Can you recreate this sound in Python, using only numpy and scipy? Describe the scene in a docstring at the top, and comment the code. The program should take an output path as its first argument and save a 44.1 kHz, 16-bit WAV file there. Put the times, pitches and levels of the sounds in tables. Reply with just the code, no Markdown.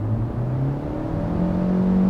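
"""Inside a closed car on a smooth road, a four-cylinder engine revs up hard for about two seconds.
From the start, road rumble, engine roar and faint microphone hiss lie under a low firing note, a single tone.
As the revs climb, that note dips several times, overtones swell, and fainter tones sweep the cabin's resonances.
Towards the end the climb slows, the firing note booms loudest and the roar, shaped noise, is at its brightest."""
import sys
import numpy as np
from scipy import signal
from scipy.io import wavfile
from scipy.ndimage import uniform_filter1d

SR = 44100
rng = np.random.default_rng(int(sys.argv[2]) if len(sys.argv) > 2 else 0)


def volts(x):
    """Linear amplitude factor 10**(x/20) for a level x in dB, scalar or array-like."""
    e = np.asarray(x, float) / 20
    return 10 ** e


def master(y):
    """Save y as 16-bit WAV."""
    cut = np.clip(np.atleast_2d(y).T, -1, 1)
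    pcm = np.round(cut * 32767)  # scale
    wavfile.write(sys.argv[1], SR, pcm.astype(np.int16))


N = 92257  # length in samples
TIME = np.arange(N) / SR  # s
CYLINDERS = 4  # firings in each four-stroke cycle
MID_HZ = 157  # firing rate at middle revs
TONE_WAVER_HZ = 6  # fastest waver of the overtones


def read(points, at, log=True):
    """Reads a table by straight lines between its points, on a log or plain axis."""
    x, value = np.transpose(points)
    if log:
        return np.interp(np.log(at + 1), np.log(x + 1), value)
    return np.interp(at, x, value)


def drift(rate_hz, count):
    """Sums slow sine waves, up to rate_hz, into random curves of unit spread, one per row."""
    hz = np.geomspace(rate_hz / 10, rate_hz, 12)
    t = np.arange(0, N + 128, 128) / SR
    turns = rng.random((count, len(hz), 1))
    waves = np.sin(2 * np.pi * (hz[:, None] * t + turns))
    slow = (waves / np.sqrt(hz)[:, None]).sum(1)
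    slow /= slow.std(1, keepdims=True)
    return np.array([np.interp(TIME, t, row) for row in slow])


def noise(field_db, patchy_db, size):
    """Joins random short-time spectra shaped by field_db(hz, s) in dB per Hz, with drifting patches."""
    hop = size // 4
    hz = np.fft.rfftfreq(size, 1 / SR)
    t = np.arange(N // hop + 5) * hop / SR
    real, imaginary, patches = rng.standard_normal((len(t), len(hz), 3)).T
    # smooth the patches over frequency, then over time
    patches = uniform_filter1d(patches, size=9, axis=0)
    patches = uniform_filter1d(patches, size=7, axis=1)
    level_db = field_db(hz[:, None], t[None]) + patchy_db * patches / patches.std()
    spectra = (real + 1j * imaginary) * volts(level_db)
    sound = signal.istft(spectra, nperseg=size, noverlap=size - hop)[1][:N]
    return sound * np.sqrt(1.5 * SR / size)


def tone(multiple, cycles, level_db, start=0):
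    """A sine wave at a multiple of the cycle rate, with its level in dB rms."""
    return np.sqrt(2) * volts(level_db) * np.sin(2 * np.pi * (multiple * cycles + start))


# How fast the cylinders fire as the engine revs up, before jitter: (t/s, f/Hz)
FIRING_RATE = [(0.0, 103.4), (0.13, 109.8), (0.26, 116), (0.39, 121.4), (0.52, 127.3), (0.65, 135.1),
               (0.78, 142.1), (0.91, 150.25), (1.04, 157.3), (1.17, 164.7), (1.3, 170.6), (1.43, 177.4),
               (1.56, 180.9), (1.69, 182.6), (1.82, 185.6), (1.95, 186.4), (2.09, 189.35)]


def crank():
    """The turning engine: firing rate in Hz, and its running total as a count of four-stroke cycles."""
    speed_jitter = 0.0016  # share of the speed
    hz = read(FIRING_RATE, TIME, log=False) * (1 + speed_jitter * drift(11, count=1)[0])
    return hz, np.cumsum(hz) / SR / CYLINDERS


# Loudness of the firing note at the seat, before its waver: (t/s, level/dB rms)
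FIRING_NOTE_LEVEL = [(0, -28), (.04, -24), (.15, -23), (.195, -31), (.22, -24), (.26, -23.5), (.29, -37),
                     (.35, -37), (.385, -24.5), (.58, -22.5), (.71, -23.5), (.78, -30), (.815, -38),
                     (.845, -29), (.88, -37), (.92, -33), (1.0, -46), (1.07, -40), (1.11, -28.5),
                     (1.28, -30), (1.32, -25), (1.37, -27.5), (1.41, -22), (1.53, -25), (1.58, -22),
                     (1.69, -21.5), (1.81, -18.5), (2.09, -17)]


def boom(cycles):
    """The firing note: one pressure beat per firing, heard as nearly a pure tone."""
    waver_db, waver_hz = 0.7, 16
    level_db = read(FIRING_NOTE_LEVEL, TIME, log=False) + waver_db * drift(waver_hz, count=1)[0]
    return tone(CYLINDERS, cycles, level_db)


# Which multiples of the cycle rate are the strong overtones: (multiple, one per overtone)
STRONG_MULTIPLES = (5, 7, 8, 10)
# How each strong overtone swells on its own, before its waver:
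# (t/s, then level/dB rms of multiples 5, 7, 8 and 10)
STRONG_LEVELS = [(0, -45, -50, -47, -44), (.07, -45, -49, -43, -42), (.12, -45, -48, -30, -39),
                 (.2, -45, -45, -34, -44), (.3, -48, -44, -41, -52), (.42, -47, -38, -39, -42),
                 (.52, -42, -44, -40, -37), (.6, -52, -42, -40, -40), (.67, -53, -40, -31, -47),
                 (.78, -48, -39, -39, -52), (.86, -43, -53, -33, -42), (.95, -45, -38, -30, -40),
                 (1.05, -49, -37, -30, -49), (1.14, -42, -37, -33, -45), (1.22, -36, -37, -43, -47),
                 (1.33, -35, -32, -43, -51), (1.5, -33, -33, -42, -50), (1.62, -35, -35, -42, -42),
                 (1.76, -34, -38, -34, -39), (1.86, -32, -41, -37, -36), (2.09, -32, -37, -40, -37)]


def strong_overtones(cycles):
    """Four clean tones locked to the engine speed, each swelling on its own."""
    waver_db = 0.8
    t, *levels = np.transpose(STRONG_LEVELS)
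    wavers = drift(TONE_WAVER_HZ, count=len(STRONG_MULTIPLES))
    starts = rng.random(len(STRONG_MULTIPLES))
    total = np.zeros(N)
    for multiple, level, waver, start in zip(STRONG_MULTIPLES, levels, wavers, starts):
        level_db = np.interp(TIME, t, level) + waver_db * waver
        total += tone(multiple, cycles, level_db, start)
    return total


# The fainter tones, before cabin, revs and waver: (multiple of the cycle rate, level/dB rms)
FAINT_LEVELS = [(6, -48.5), (9, -46.5), (11, -46.5), (12, -46), (13, -49.5), (14, -47), (15, -50.5),
                (16, -52), (17, -51.5), (18, -51), (19, -57.5), (20, -51.5), (21, -57.5), (22, -55.5),
                (24, -52.5), (26, -56.5), (28, -54)]
# How body and cabin boost or weaken engine sound: (f/Hz, level/dB)
CABIN_RESPONSE = [(155, -2), (185, -13), (215, 10), (240, 3.5), (260, -4), (285, 1.5), (315, 10),
                  (340, 0.5), (360, -0.5), (385, 0.5), (420, 0), (450, -0.5), (480, -1), (520, 0.5),
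                  (555, 1), (583, 13), (605, 3.5), (628, -7.5), (665, 4.5), (700, -3), (735, 1.5),
                  (800, -1.5), (900, 2), (1000, -1.5), (1130, -2.5), (1350, -4.5)]


def faint_overtones(hz, cycles):
    """Unequal cylinders sound multiples of the cycle rate, each coloured by the cabin as it glides."""
    waver_db, rise_db_per_octave = 1.5, 7.5
    wavers = drift(TONE_WAVER_HZ, count=len(FAINT_LEVELS))
    starts = rng.random(len(FAINT_LEVELS))
    rise_db = rise_db_per_octave * np.log2(hz / MID_HZ)  # louder with revs
    total = np.zeros(N)
    for (multiple, level), waver, start in zip(FAINT_LEVELS, wavers, starts):
        cabin_db = read(CABIN_RESPONSE, multiple * hz / CYLINDERS)
        level_db = level + cabin_db + rise_db + waver_db * waver
        total += tone(multiple, cycles, level_db, start)
    return total


# Tyre and suspension noise, before surface and patches: (f/Hz, level/dB per Hz)
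ROAD_SPECTRUM = [(12, -78), (22, -64.5), (35, -49.5), (55, -51.5), (80, -53.5), (115, -50), (150, -55.5),
                 (220, -60.5), (400, -65), (800, -92), (2500, -140)]
# Rougher and smoother stretches of road, added to that: (t/s, level/dB)
ROAD_SURFACE = [(0, -4), (.26, 1.5), (.5, -2.5), (.8, -4), (1.05, -0.5), (1.28, 1.5), (1.6, 1), (1.8, -2),
                (2.09, 0.5)]


def road():
    """Tyres and suspension send a lumpy low rumble through the floor."""
    def field(f, s):
        return read(ROAD_SPECTRUM, f) + read(ROAD_SURFACE, s, log=False)
    return noise(field, patchy_db=1.0, size=4096)


# Intake, exhaust and air noise at middle revs, before cabin, patches and throb: (f/Hz, level/dB per Hz)
ROAR_SPECTRUM = [(100, -74), (200, -65), (320, -63), (450, -70.5), (600, -64.5), (800, -69.5), (1100, -71),
                 (1600, -78), (2500, -87.5), (3200, -91.5), (4500, -95), (6300, -103), (8000, -108),
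                 (10500, -112), (15000, -120)]
# How fast that noise grows with revs: (f/Hz, level/dB per octave of engine speed)
ROAR_GROWTH = [(200, 1), (800, 1), (2000, 7.5), (5000, 11), (10000, 7)]


def roar(cycles):
    """Intake, exhaust and air make broad noise that brightens with revs and throbs with each firing."""
    cabin_share, throb_depth = 0.3, 0.12

    def field(f, s):
        octaves = np.log2(read(FIRING_RATE, s, log=False) / MID_HZ)
        cabin_db = cabin_share * read(CABIN_RESPONSE, f)
        return read(ROAR_SPECTRUM, f) + cabin_db + read(ROAR_GROWTH, f) * octaves

    throb = 1 + throb_depth * np.cos(2 * np.pi * CYLINDERS * cycles)
    return noise(field, patchy_db=-0.76, size=2048) * throb


# Microphone hiss, before patches: (f/Hz, level/dB per Hz)
HISS_SPECTRUM = [(1000, -111), (8000, -112), (15500, -114)]


def microphone_hiss():
    """The microphone's own faint noise, with a spectrum that stays steady apart from small patches."""
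    def field(f, s):
        return read(HISS_SPECTRUM, f) + 0 * s  # same shape at every moment
    return noise(field, patchy_db=0.5, size=1024)


def scene():
    """Adds the engine's tones, the road and the roar into one channel."""
    hz, cycles = crank()
    engine_tones = boom(cycles) + strong_overtones(cycles) + faint_overtones(hz, cycles)
    return (engine_tones + road() + roar(cycles))[None]


def roll_off(x):
    """The treble ends steeply here."""
    return signal.sosfilt(signal.butter(12, 15720, fs=SR, output="sos"), x)


def record(dry):
    """Adds microphone hiss to the sound in the cabin and finishes the mix."""
    mix = dry + microphone_hiss()
    return roll_off(mix)


dry = scene()
out = record(dry)
master(out)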